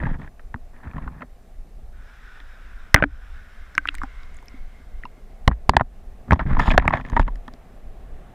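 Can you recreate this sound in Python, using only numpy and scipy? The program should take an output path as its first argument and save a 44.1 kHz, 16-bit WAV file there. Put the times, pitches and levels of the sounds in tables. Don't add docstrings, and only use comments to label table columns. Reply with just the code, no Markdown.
import sys
import numpy as np
from scipy import signal
from scipy.fft import rfft, irfft, next_fast_len
from scipy.io import wavfile
from scipy.ndimage import uniform_filter1d, map_coordinates

SR = 44100
rng = np.random.default_rng(int(sys.argv[2]) if len(sys.argv) > 2 else 0)


def wav_out(sig):
    wavfile.write(sys.argv[1], SR, np.round(np.clip(np.atleast_2d(sig).T, -1, 1) * 32767).astype(np.int16))


def ratio_of_db(decibels):
    return 10 ** (np.asarray(decibels, float) / 20)


N = 368101

AIR_START_S, AIR_END_S = 1.95, 4.6
SHELL_UNLOADED, WALL_UNLOADED = 1.1, 1.15


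def unit(x):
    return x / np.sqrt(np.mean(x ** 2) + 1e-20)


def peak(x):
    return x / np.abs(x).max()


def along(points, hz):
    f, v = np.transpose(points)
    return np.interp(np.log(hz + 1), np.log(f + 1), v)


def curves(rows, outside=None):
    s, *cols = np.transpose(rows)
    return np.array([np.interp(np.arange(N) / SR, s, c, outside, outside) for c in cols])


def wobble(rate):
    return map_coordinates(rng.standard_normal(int(N * rate / SR) + 4), [np.arange(N) * rate / SR])


def filtered(x, response):
    m = next_fast_len(N + SR // 2)
    return irfft(rfft(x, m) * response(np.fft.rfftfreq(m, 1 / SR)), m)[..., :N]


def coloured(x, spectrum):
    return unit(filtered(x, lambda hz: ratio_of_db(along(spectrum, hz))))


def resonances(modes):
    def response(f):
        total = 0
        for k, (c, w, db) in enumerate(modes):
            total = total + (-1) ** k * ratio_of_db(db) * 1j * f * w / (c * c - f * f + 1j * f * w)
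        return total
    return response


def steep(modes):
    return lambda f: sum(ratio_of_db(db) * resonances([(c, w, 0)])(f) ** 2 for c, w, db in modes)


def damping(hz):
    soft_hz = 3700
    return (1 + 1.2j * hz / soft_hz - (hz / soft_hz) ** 2) ** -2


def notch(f):
    left = 0.45
    return 1 - (1 - left) * resonances([(2870, 600, 0)])(f)


def rush(spectrum, patchy_db):
    z = signal.stft(rng.standard_normal(N), nperseg=512)[2]
    field = uniform_filter1d(rng.standard_normal(z.shape), size=5, axis=0)
    field = uniform_filter1d(field, size=10, axis=1)
    x = signal.istft(z * ratio_of_db(patchy_db * unit(field)), nperseg=512)[1][:N]
    return coloured(x, spectrum)


def slips(count, spread_db):
    when, size, sign = rng.random((count, 3)).T
    impulses = ratio_of_db(-spread_db * np.log(size + 0.012)) * np.sign(sign - .5)
    return np.bincount((when * N).astype(int), impulses, N)


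def add(track, s, sound):
    track[max(round(s * SR), 0):][:len(sound)] += sound


# start in s, peak in dB, ring in Hz.
NUDGES = [(0.001, -28, 1690), (0.025, -26.5, 615), (0.034, -26, 1380), (0.054, -25, 1510),
          (0.066, -24, 910), (0.09, -32.5, 990), (0.108, -36, 1500), (0.141, -39, 1500), (0.155, -47, 580),
          (0.196, -42, 1100), (0.216, -36, 1500), (0.246, -41, 1100), (0.274, -38, 1600),
          (0.394, -39.5, 1380), (0.872, -35.5, 1390), (0.903, -43, 1520), (0.934, -36, 1200),
          (0.965, -34, 1280), (0.981, -30, 1090), (1.076, -30.5, 1180), (1.207, -36, 1470),
          (1.219, -28, 1330), (1.227, -34.5, 600)]
# start in s, peak in dB, ring in Hz, crack in dB above peak.
BUMPS = [(0.542, -24.5, 950, -50), (2.943, 10.5, 1530, -11.5), (2.961, -5.5, 1490, -29),
         (2.971, -18.5, 1427, -50.5), (2.978, -20, 1483, -46), (2.987, -23, 1480, -34),
         (3.024, -7.5, 1420, -59), (3.038, -6, 1505, -60), (5.477, -4.5, 1011, -18.5),
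         (5.513, -23, 774, -51), (5.693, 1.5, 922, -38), (5.735, -18, 700, -58), (5.766, 1.5, 930, -31.5),
         (5.796, -17, 960, -68), (5.809, -6, 737, -45), (6.308, -4.5, 1455, -48), (6.323, -6, 765, -34),
         (6.331, -6.5, 950, -23), (6.393, -17, 1150, -53), (6.409, -27, 1000, -28)]
# start in s, peak in dB, ring in Hz, crack in dB above peak.
PLOPS = [(2.402, -39.5, 1760, -22), (3.751, -30, 1500, -8.5), (3.779, -3.5, 1448, -25),
         (3.854, -17.5, 1260, -43), (3.873, -24.5, 2170, -16), (3.886, -14.5, 2600, -28),
         (3.943, -30, 1300, -12), (3.951, -32, 1900, -2), (3.983, -32, 1920, -9.5), (4.016, -22, 1170, -35),
         (4.034, -20, 1160, -24.5), (4.04, -34.5, 810, -48.5), (4.231, -47, 1350, -13),
         (4.386, -42, 2080, -24), (4.426, -43.5, 990, -11), (4.483, -42.5, 2180, -10.5),
         (5.035, -29.5, 1870, -37.5), (5.052, -31.5, 935, -29), (5.053, -46, 3920, -29)]
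# start in s, peak in dB, ring in Hz, crack in dB above peak.
CATCHES = [(6.568, -19, 950, -50.5), (6.595, -7, 1040, -24.5), (6.678, -13.5, 795, -36),
           (6.704, -11.5, 2070, -38), (6.717, -14.5, 1750, -20.5), (6.746, -20.5, 740, -31),
           (6.777, 2.5, 834, -37.5), (6.796, -18.5, 1960, -36), (6.822, -23, 1120, -32),
           (6.852, -18, 930, -33), (6.877, -6, 1060, -30), (6.906, -15.5, 980, -45), (6.936, -8, 850, -51),
           (6.975, -28, 770, -38), (6.998, -28, 1030, -45.5), (7.049, -29.5, 1800, -30),
           (7.099, -31, 1000, -8.5), (7.131, -26, 680, -40), (7.165, -11, 934, -31),
           (7.195, -8, 945, -25.5), (7.278, -23, 950, -35), (7.356, -41.5, 730, -7),
           (7.479, -30.5, 1055, -14.5), (7.537, -44, 2060, 1.5)]
# start in s, peak in dB, ring in Hz, crack in dB above peak.
SECOND_PANELS = [(0.542, -24.5, 1560, -34), (0.559, -40, 1190, -30), (2.943, -7, 655.6, -39.5),
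                 (2.9435, -5, 2574, -10), (2.945, 0, 1145, -40), (3.023, -12.5, 617, -50.5),
                 (3.028, -16.5, 1396, -47), (3.038, -17, 742, -60.5), (3.055, -57, 2200, -49),
                 (3.779, -11.5, 2005, -39), (3.781, -14, 1572, -49), (3.886, -16, 1410, -28),
                 (3.888, -16.5, 3170, -28.5), (5.477, -4.5, 662, -37.5), (5.477, -2, 1980, -40.5),
                 (5.484, -21.5, 910, -40.5), (5.692, -13, 600, -47.5), (5.694, -8.5, 4010, -12),
                 (5.767, -3, 1666, -19), (5.767, -13, 3436, -19), (5.798, -29, 1500, -55),
                 (5.804, -26, 900, -55), (5.809, -17, 1360, -53), (5.816, -20, 1000, -50.5),
                 (6.777, 0, 1607, -38.5), (6.878, -3.5, 1886, -24.5), (6.937, -13.5, 1850, -31)]
# start in s, peak in dB, ring in Hz, crack in dB above peak.
SNAPS = [(0.743, -52, 1200, -43), (0.773, -51, 1500, -40), (0.812, -53, 1700, -40), (0.841, -40, 1290, -40),
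         (0.85, -49, 1800, -33), (0.912, -38, 2000, -30), (0.947, -42, 1600, -30), (1.043, -43, 1400, -30),
         (1.197, -45, 1500, -30), (6.319, -11.5, 1510, -34), (6.339, -24, 900, -23.5),
         (6.358, -31, 1000, -32), (6.464, -36, 1600, -31), (6.471, -35.5, 1800, -21),
         (6.495, -39, 1500, -15), (6.512, -29, 1000, -34), (6.531, -27, 1490, -30),
         (6.55, -30, 1200, -21.5), (6.591, -20, 1200, -25), (6.601, -15, 1880, -19),
         (6.657, -21.5, 900, -19.5), (6.673, -24, 2500, -18.5), (6.686, -16, 990, -22),
         (6.696, -28, 3500, -10), (6.712, -17, 2500, -21), (6.736, -26, 1800, -20), (6.896, -33, 2200, -15),
         (6.926, -31.5, 1900, -28), (6.957, -26, 1500, -29.5), (6.971, -24, 1910, -23.5),
         (7.01, -33, 1890, -21), (7.063, -42, 1900, -11), (7.086, -37, 1800, -16),
         (7.119, -33.5, 1910, -20), (7.173, -13, 950, -39.5), (7.174, -21.5, 1800, -36),
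         (7.215, -29, 2000, -15), (7.227, -32, 2000, -26), (6.4, -23, 1500, -31), (6.281, -36, 875, -35),
         (7.25, -46.5, 1850, -27), (7.266, -45, 1694, -32)]
# chatter t60 in s, wall in dB for a 0 dB contact,
# wall growth in dB per dB, shell in dB.
TOUCH = [
    (0.029, 4.5, 1.43, -0.5),
    (0.011, -22.5, .5, -2.1),
    (0.01, -35, 0.45, -21.5),
    (0.02, -18, 0.53, 3.5),
    (0.0043, -45, -0.3, -19.5),
    (0.013, -21.5, 0.6, 0.5),
]


def contacts():
    nudges = [(*row, -40) for row in NUDGES]
    kinds = [nudges, BUMPS, PLOPS, CATCHES, SECOND_PANELS, SNAPS]
    return [(*row, *manner) for rows, manner in zip(kinds, TOUCH) for row in rows]


# centre in Hz, width in Hz, level in dB.
CASE = [(376, 130, -4.5), (706, 350, 0), (950, 490, 4.5), (1260, 610, -4.5), (1724, 430, 3),
        (2390, 910, -12.5), (3500, 450, -20)]


def knocks():
    wall_base_hz, wall_t60_s, wall_stray = 248.5, 0.072, 0.015
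    out, t = np.zeros(N + SR), np.arange(4096) / SR
    f = np.fft.rfftfreq(len(t), 1 / SR)
    bright = [1 / (1 + (2400 / (f + 1)) ** 4) / (1 + (f / top_hz) ** 3) for top_hz in (4200, 6500)]
    shells = [ratio_of_db(-4.5) * steep(CASE)(f), ratio_of_db(-10) * steep(CASE)(f / SHELL_UNLOADED)]
    for s, db, hz, crack_db, t60, wall_db, grows, shell_db in contacts():
        rough, fine = rng.standard_normal((2, len(t)))
        dry = AIR_START_S < s < AIR_END_S

        rattle = ratio_of_db(-42.5 - 60 * t / 0.052)
        onset = 1 - np.exp(-t / (0.0046 * t60))
        chatter = rough * (ratio_of_db(-60 * t / t60) + rattle) * onset

        panel_width = (.28 if dry else .38) * hz
        panel = resonances([(hz, panel_width, 0)])(f) * steep([(hz, .9 * hz, 0)])(f)
        shell = ratio_of_db(shell_db) * shells[dry]
        blunt = (1 + 1j * f / (2.9 * hz)) ** -2
        body = (panel + shell) * blunt * damping(f) * (1 if dry else notch(f))
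        ring = peak(irfft(rfft(chatter) * body, len(t)))

        wall_hz = wall_base_hz * (WALL_UNLOADED if dry else 1) * (1 + wall_stray * np.tanh(fine[-1]))
        wall_fade_db = -60 * t / (wall_t60_s * (1.1 if dry else 1))
        wall = ratio_of_db(wall_db + (grows - 1) * db + wall_fade_db) * np.sin(2 * np.pi * wall_hz * t)
        wall *= 1 - np.exp(-t / .001)

        crack = irfft(rfft(fine) * bright[dry], len(t)) * ratio_of_db(-60 * t / (0.45 * t60))
        crack = ratio_of_db(crack_db + 2.5) * peak(crack * (1 - np.exp(-t / 0.00022)))
        add(out, s + 0.00029, ratio_of_db(db + 2.0) * (ring + wall + crack))
    return out[:N]


# start in s, length in s, grind in dB, groan in dB, grit in dB.
DRAGS = [(0.0, 0.16, -46, -34.5, -58.5), (0.73, 0.1, -55.5, -55.5, -85), (0.828, 0.095, -48, -42, -78),
         (0.94, 0.15, -51.5, -37.5, -82), (1.098, 0.15, -58.5, -45, -88), (2.966, 0.051, -38.5, -39.5, -81),
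         (5.482, 0.025, -55.5, -26.5, -79.5), (5.512, 0.011, -38.5, -39, -79.5),
         (5.691, 0.065, -59, -32, -83), (5.774, 0.034, -50, -39, -78.5), (6.275, 0.023, -56.5, -38, -80),
         (6.298, 0.078, -45, -30.5, -55.5), (6.389, 0.04, -35, -28, -57), (6.457, 0.17, -40, -27.5, -55),
         (6.586, 0.092, -32, -37.5, -38.5), (6.65, 0.05, -42, -41, -39.5), (6.7, 0.018, -30, -19.5, -32),
         (6.732, 0.018, -33, -26, -43), (6.976, 0.047, -51.5, -40, -54), (7.245, 0.072, -63, -48.5, -63),
         (5.735, 0.018, -45, -38, -82), (6.776, 0.11, -40, -32.5, -66.5), (6.867, 0.058, -45.5, -33, -67.5),
         (6.922, 0.05, -28, -34, -45.5), (7.038, 0.073, -48.5, -39, -55), (7.116, 0.063, -52, -35, -58),
         (7.158, 0.015, -37, -35, -46), (7.191, 0.02, -32, -22, -36.5), (0.183, 0.097, -54, -38, -59)]


def strokes():
    edge_s, lift_s = .006, .025
    bite_share, bite_db, ease_db = 0.22, -4, -7.5
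    gains = np.zeros((N + SR, 3))
    for s, long, *levels_db in DRAGS:
        end = long + lift_s
        t = np.arange(round(end * SR)) / SR
        knots_s = [0, edge_s, edge_s + bite_share * long, long, end]
        shape = np.interp(t, knots_s, [0, ratio_of_db(bite_db), 1, ratio_of_db(ease_db), 0])
        shape *= np.clip((end - t) / lift_s, 0, 1)
        add(gains, s, np.outer(shape, ratio_of_db(np.array(levels_db))))
    return gains[:N].T


# centre in Hz, width in Hz, level in dB.
GROAN = [(64.5, 18, -2.5), (150, 29, -3.5), (244, 78, -12.5)]
# frequency in Hz, density in dB per Hz.
GRIT = [(1760, -39.5), (2500, -6), (3400, 3), (4230, -12.5), (5300, -10.5), (6000, -23.5), (6900, -11.5),
        (7700, -26.5), (9200, -22.5), (10400, -34.5), (11700, -33.5), (13000, -42.5), (16000, -58)]


def drags():
    grind_gain, groan_gain, grit_gain = strokes()
    clumps = ratio_of_db(1.5 * wobble(45) + 2.4 * wobble(160))
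    grind = np.zeros(N)
    for mode in CASE:
        mode_slips = slips(count=5000, spread_db=2.4) * clumps * ratio_of_db(2 * wobble(60))
        grind += filtered(mode_slips, steep([mode]))
    grind = unit(filtered(grind, lambda hz: damping(hz) * notch(hz)))
    grit = coloured(slips(count=60000, spread_db=4) * np.sqrt(clumps), GRIT)
    groan = slips(count=3000, spread_db=5) * clumps ** 0.26
    groan = unit(filtered(groan, lambda hz: resonances(GROAN)(hz) * damping(2 * hz)))
    return ratio_of_db(4.0) * grind_gain * grind + ratio_of_db(4.5) * groan_gain * groan + ratio_of_db(-6.0) * grit_gain * grit


# start in s, peak in dB, swing in Hz, life in swings.
SHOVES = [(0.056, -18, 99, 0.41), (0.544, -25, 85, 0.51), (0.945, -30, 24, 0.3), (1.071, -28.5, 48, 0.46),
          (3.038, -15.5, 275, 0.96), (3.78, -28, 206, 0.46), (4.034, -35, 260, 2.4),
          (4.541, -42.5, 256.3, 2.6), (4.801, -51, 260, 1.9), (5.178, -48.5, 260, 1.7),
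          (5.045, -38, 240, 0.82), (6.686, -16, 100, .5), (5.477, -1.5, 47, 0.24), (5.514, -21.5, 54, 1.27),
          (5.692, -6.5, 46, 0.22), (5.768, -14, 58, 0.45), (5.809, -19.5, 114, 0.81),
          (6.455, -22, 21, 0.93), (6.762, -22, 28, 0.43), (6.946, -22.5, 49, 0.3), (6.321, -5.5, 110, 0.46),
          (6.331, -6.5, 70, 0.5), (6.511, -19.5, 47, 0.65), (6.68, -14, 33, 0.87), (7.16, -24, 17, 0.43),
          (6.708, -23, 18, 1.6), (7.127, -21.5, 31, 1.2), (7.271, -29.5, 36, 2.6)]
# start in s, peak in dB, swing in Hz, life in swings.
TUGS = [(0.038, -16, 151, 1), (0.066, -12, 42.3, 0.15), (0.869, -25.5, 72, 1), (2.945, 5.5, 44.83, 0.17),
        (3.023, -8.5, 148.4, 0.51), (6.416, -18, 39.7, 0.54), (6.858, -15, 60.5, 0.75),
        (6.308, -7, 72.3, 0.33), (6.53, -12, 20.91, 0.83), (6.582, -13.5, 24, 0.4), (6.784, -13, 48.5, 1),
        (7.196, -10, 28.6, 0.97)]


def jolts():
    out, t = np.zeros(N + SR), np.arange(SR // 5) / SR
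    onset = 1 - np.exp(-(t / 0.0013) ** 2)
    for sign, table in ((1.0, SHOVES), (-0.63, TUGS)):
        for s, db, hz, life in table:
            swing = np.cos(2 * np.pi * hz * t) * np.exp(-hz * t / life)
            add(out, s, sign * ratio_of_db(db + 9.0) * swing * onset)
    return out[:N]


# start in s, peak in dB, ring in Hz, t60 in s.
PINGS = [(0.054, -24, 250, .07), (0.034, -24, 1610, .025), (0.056, -24, 1650, .025), (0.069, -30, 950, .03),
         (0.871, -40, 950, .02), (0.983, -35, 1110, .02), (1.076, -27, 1050, 0.033),
         (1.076, -30, 1500, .02), (1.216, -29, 990, .025), (3.782, -15.5, 1550, 0.037),
         (4.036, -30, 794, 0.055), (5.035, -29, 1970, 0.021), (5.053, -24, 1000, 0.034),
         (5.053, -32.5, 2750, .02), (6.568, -11, 1000, .022), (6.406, -17, 1470, .02),
         (6.797, -15, 1900, 0.016), (6.906, -12, 1110, .02), (0.141, -36, 950, 0.028),
         (6.768, -45, 3600, 0.012), (6.844, -15, 930, .02), (7.166, -6, 950, 0.036),
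         (7.168, -20.5, 1770, 0.03), (7.28, -24, 988, 0.04), (4.232, -33, 5000, .002),
         (4.344, -34, 8000, .0015), (4.367, -34, 9000, .0015), (4.457, -42.5, 11900, 0.0034),
         (7.099, -35.5, 6400, .004), (5.029, -43, 3000, .006)]


def pings():
    out, t = np.zeros(N + SR), np.arange(3000) / SR
    for s, db, hz, t60 in PINGS:
        onset = 1 - np.exp(-t * hz / 1.5)
        add(out, s + 0.00055, ratio_of_db(db - 60 * t / t60) * np.sin(2 * np.pi * hz * t) * onset)
    return out[:N]


# start in s, peak in dB, ring in Hz.
TICKS = [(2.4004, -29, 3500), (3.7507, -22, 5400), (3.8725, -21, 3170), (3.943, -34, 7740),
         (3.95, -20, 8500), (3.9827, -49, 3200), (4.0297, -37, 5400), (4.1496, -44, 3660),
         (4.2322, -36, 3700), (4.3444, -41, 3060), (4.368, -35, 6900), (4.3867, -43, 3210),
         (4.4573, -41, 3460), (4.4815, -25, 5340), (5.0513, -39, 5390), (5.5541, -60, 3070),
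         (6.4087, -42, 3430), (7.479, -31, 3300)]


def ticks():
    out, t = np.zeros(N + SR), np.arange(600) / SR
    onset = 1 - np.exp(-t / 0.00026)
    for s, db, hz in TICKS:
        add(out, s + 0.0015, ratio_of_db(db - 4.0 - 60 * t / 0.0056) * np.sin(2 * np.pi * hz * t) * onset)
    return out[:N]


# time in s, rumble in dB.
STREAM = [(0.0, -22), (0.3, -42.5), (0.8, -41), (1.04, -32.5), (1.2, -45), (1.86, -35.5), (2.6, -41.5),
          (2.9, -34.5), (4.4, -37), (6.28, -37), (6.5, -23), (6.74, -32.5), (6.92, -36), (7.3, -27.5),
          (7.46, -44), (8.07, -34.5), (8.35, -41.5)]
# frequency in Hz, density in dB per Hz.
CURRENT = [(8, -35), (15, 8), (37, -1), (50, -3.5), (68, -11.5), (97, -22.5), (140, -33.5), (200, -46.5),
           (300, -46), (600, -120)]


def current():
    lumps_db = 1.3 * wobble(12) + 2.4 * wobble(10)
    return ratio_of_db(curves(STREAM)[0] + lumps_db) * rush(CURRENT, patchy_db=2.0)


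# time in s, level in dB.
ABOVE = [
    (1.92, -62),
    (2.08, -52.5),
    (2.3, -51.5),
    (3.9, -55.5),
    (4.25, -57.5),
    (4.5, -66),
    (4.95, -68),
    (5.4, -91),
]
# time in s, level in dB.
FLOODING = [
    (3.2, -72),
    (3.95, -53),
    (4.5, -57.5),
    (5.4, -70),
]
# frequency in Hz, density in dB per Hz.
RIFFLE = [(470, -46), (800, -14.5), (1190, -8.5), (1500, 1), (1920, -8), (2100, -12.5), (2380, -12),
          (3110, -19), (3700, -17.5), (4400, -30.5), (5340, -23.5), (6230, -32.5), (8000, -34.5),
          (10400, -62), (17600, -120)]
# frequency in Hz, density in dB per Hz.
SINKING = [(600, -64), (1000, -6.5), (1350, -9), (1600, -7), (1850, -12), (2130, 1), (2400, -15),
           (3200, -17), (3800, -19), (4500, -24), (8000, -31.5), (12000, -67)]


def riffle():
    lap_db = 0.92 * wobble(16)
    splash = coloured(slips(count=9000, spread_db=4.0), RIFFLE)
    in_air = unit(rush(RIFFLE, patchy_db=1.5) + 0.41 * splash)
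    flooded = rush(SINKING, patchy_db=1.5)
    return ratio_of_db(curves(ABOVE, -120)[0] + lap_db) * in_air + ratio_of_db(curves(FLOODING, -120)[0] + lap_db) * flooded


# time in s, level in dB.
UNDER = [
    (0, -56),
    (1.9, -56.5),
    (2.2, -59.5),
    (4.4, -57),
    (5.1, -53.5),
    (6.1, -52.5),
    (7.6, -49.5),
    (8.35, -49),
]
# frequency in Hz, density in dB per Hz.
HUSH = [(53, -29.5), (90, -1), (245, -4), (291, -11.5), (394, -8), (524, -10), (743, -7), (1010, -22.5),
        (1050, -15.5), (1200, -18.5), (1470, -22.5), (1750, -21.5), (2730, -28), (4000, -36.5), (5200, -71),
        (8800, -120)]


def hush():
    return ratio_of_db(curves(UNDER)[0] + .6 * wobble(3)) * rush(HUSH, patchy_db=1.2)


# frequency in Hz, density in dB per Hz.
HISS = [(880, -28.5), (1500, 4), (3180, -4.5), (3690, 0), (9460, -3.5), (13500, -5.5), (15500, -8),
        (16000, -36)]


def hiss():
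    return ratio_of_db(-70) * rush(HISS, patchy_db=.6)


# frequency in Hz, density in dB per Hz.
APART = [(600, -40), (1800, -14), (3500, -4), (12000, -7), (14500, -10), (16000, -28)]


def hiss_apart():
    return ratio_of_db(-79) * rush(APART, patchy_db=.4)


def ducking(blows):
    duck_db, recover_s = -26.5, 0.057
    keep = np.exp(-1 / (recover_s * SR))
    loudness = signal.lfilter([1 - keep], [1, -keep], np.minimum(np.abs(blows), 1))
    return 1 / (1 + loudness / ratio_of_db(duck_db))


def scene():
    blows = knocks()
    duck = ducking(blows)
    mono = blows + drags() + jolts() + pings() + ticks() + current()
    mono = mono + duck * (riffle() + hush() + hiss())
    apart = duck * hiss_apart()
    return np.array([mono + apart, mono - apart])


# frequency in Hz, level in dB.
CROSS = [(30, -36), (1500, -32), (4000, -22), (12000, -21)]


def fluttering_side(x):
    return np.tanh(2 * wobble(250)) * filtered(x, lambda hz: ratio_of_db(along(CROSS, hz)))


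def roll_off(x):
    return signal.sosfilt(signal.butter(12, 16130, fs=SR, output="sos"), x)


def record(dry):
    clipped = dry / (1 + np.abs(dry / 1.02) ** 16) ** (1 / 16)
    clipped = filtered(clipped, lambda hz: ratio_of_db(along([(15500, 0), (17500, -12)], hz)))
    side = fluttering_side(clipped[0])
    return roll_off(clipped + [side, -side])


dry = scene()
out = record(dry)
wav_out(out)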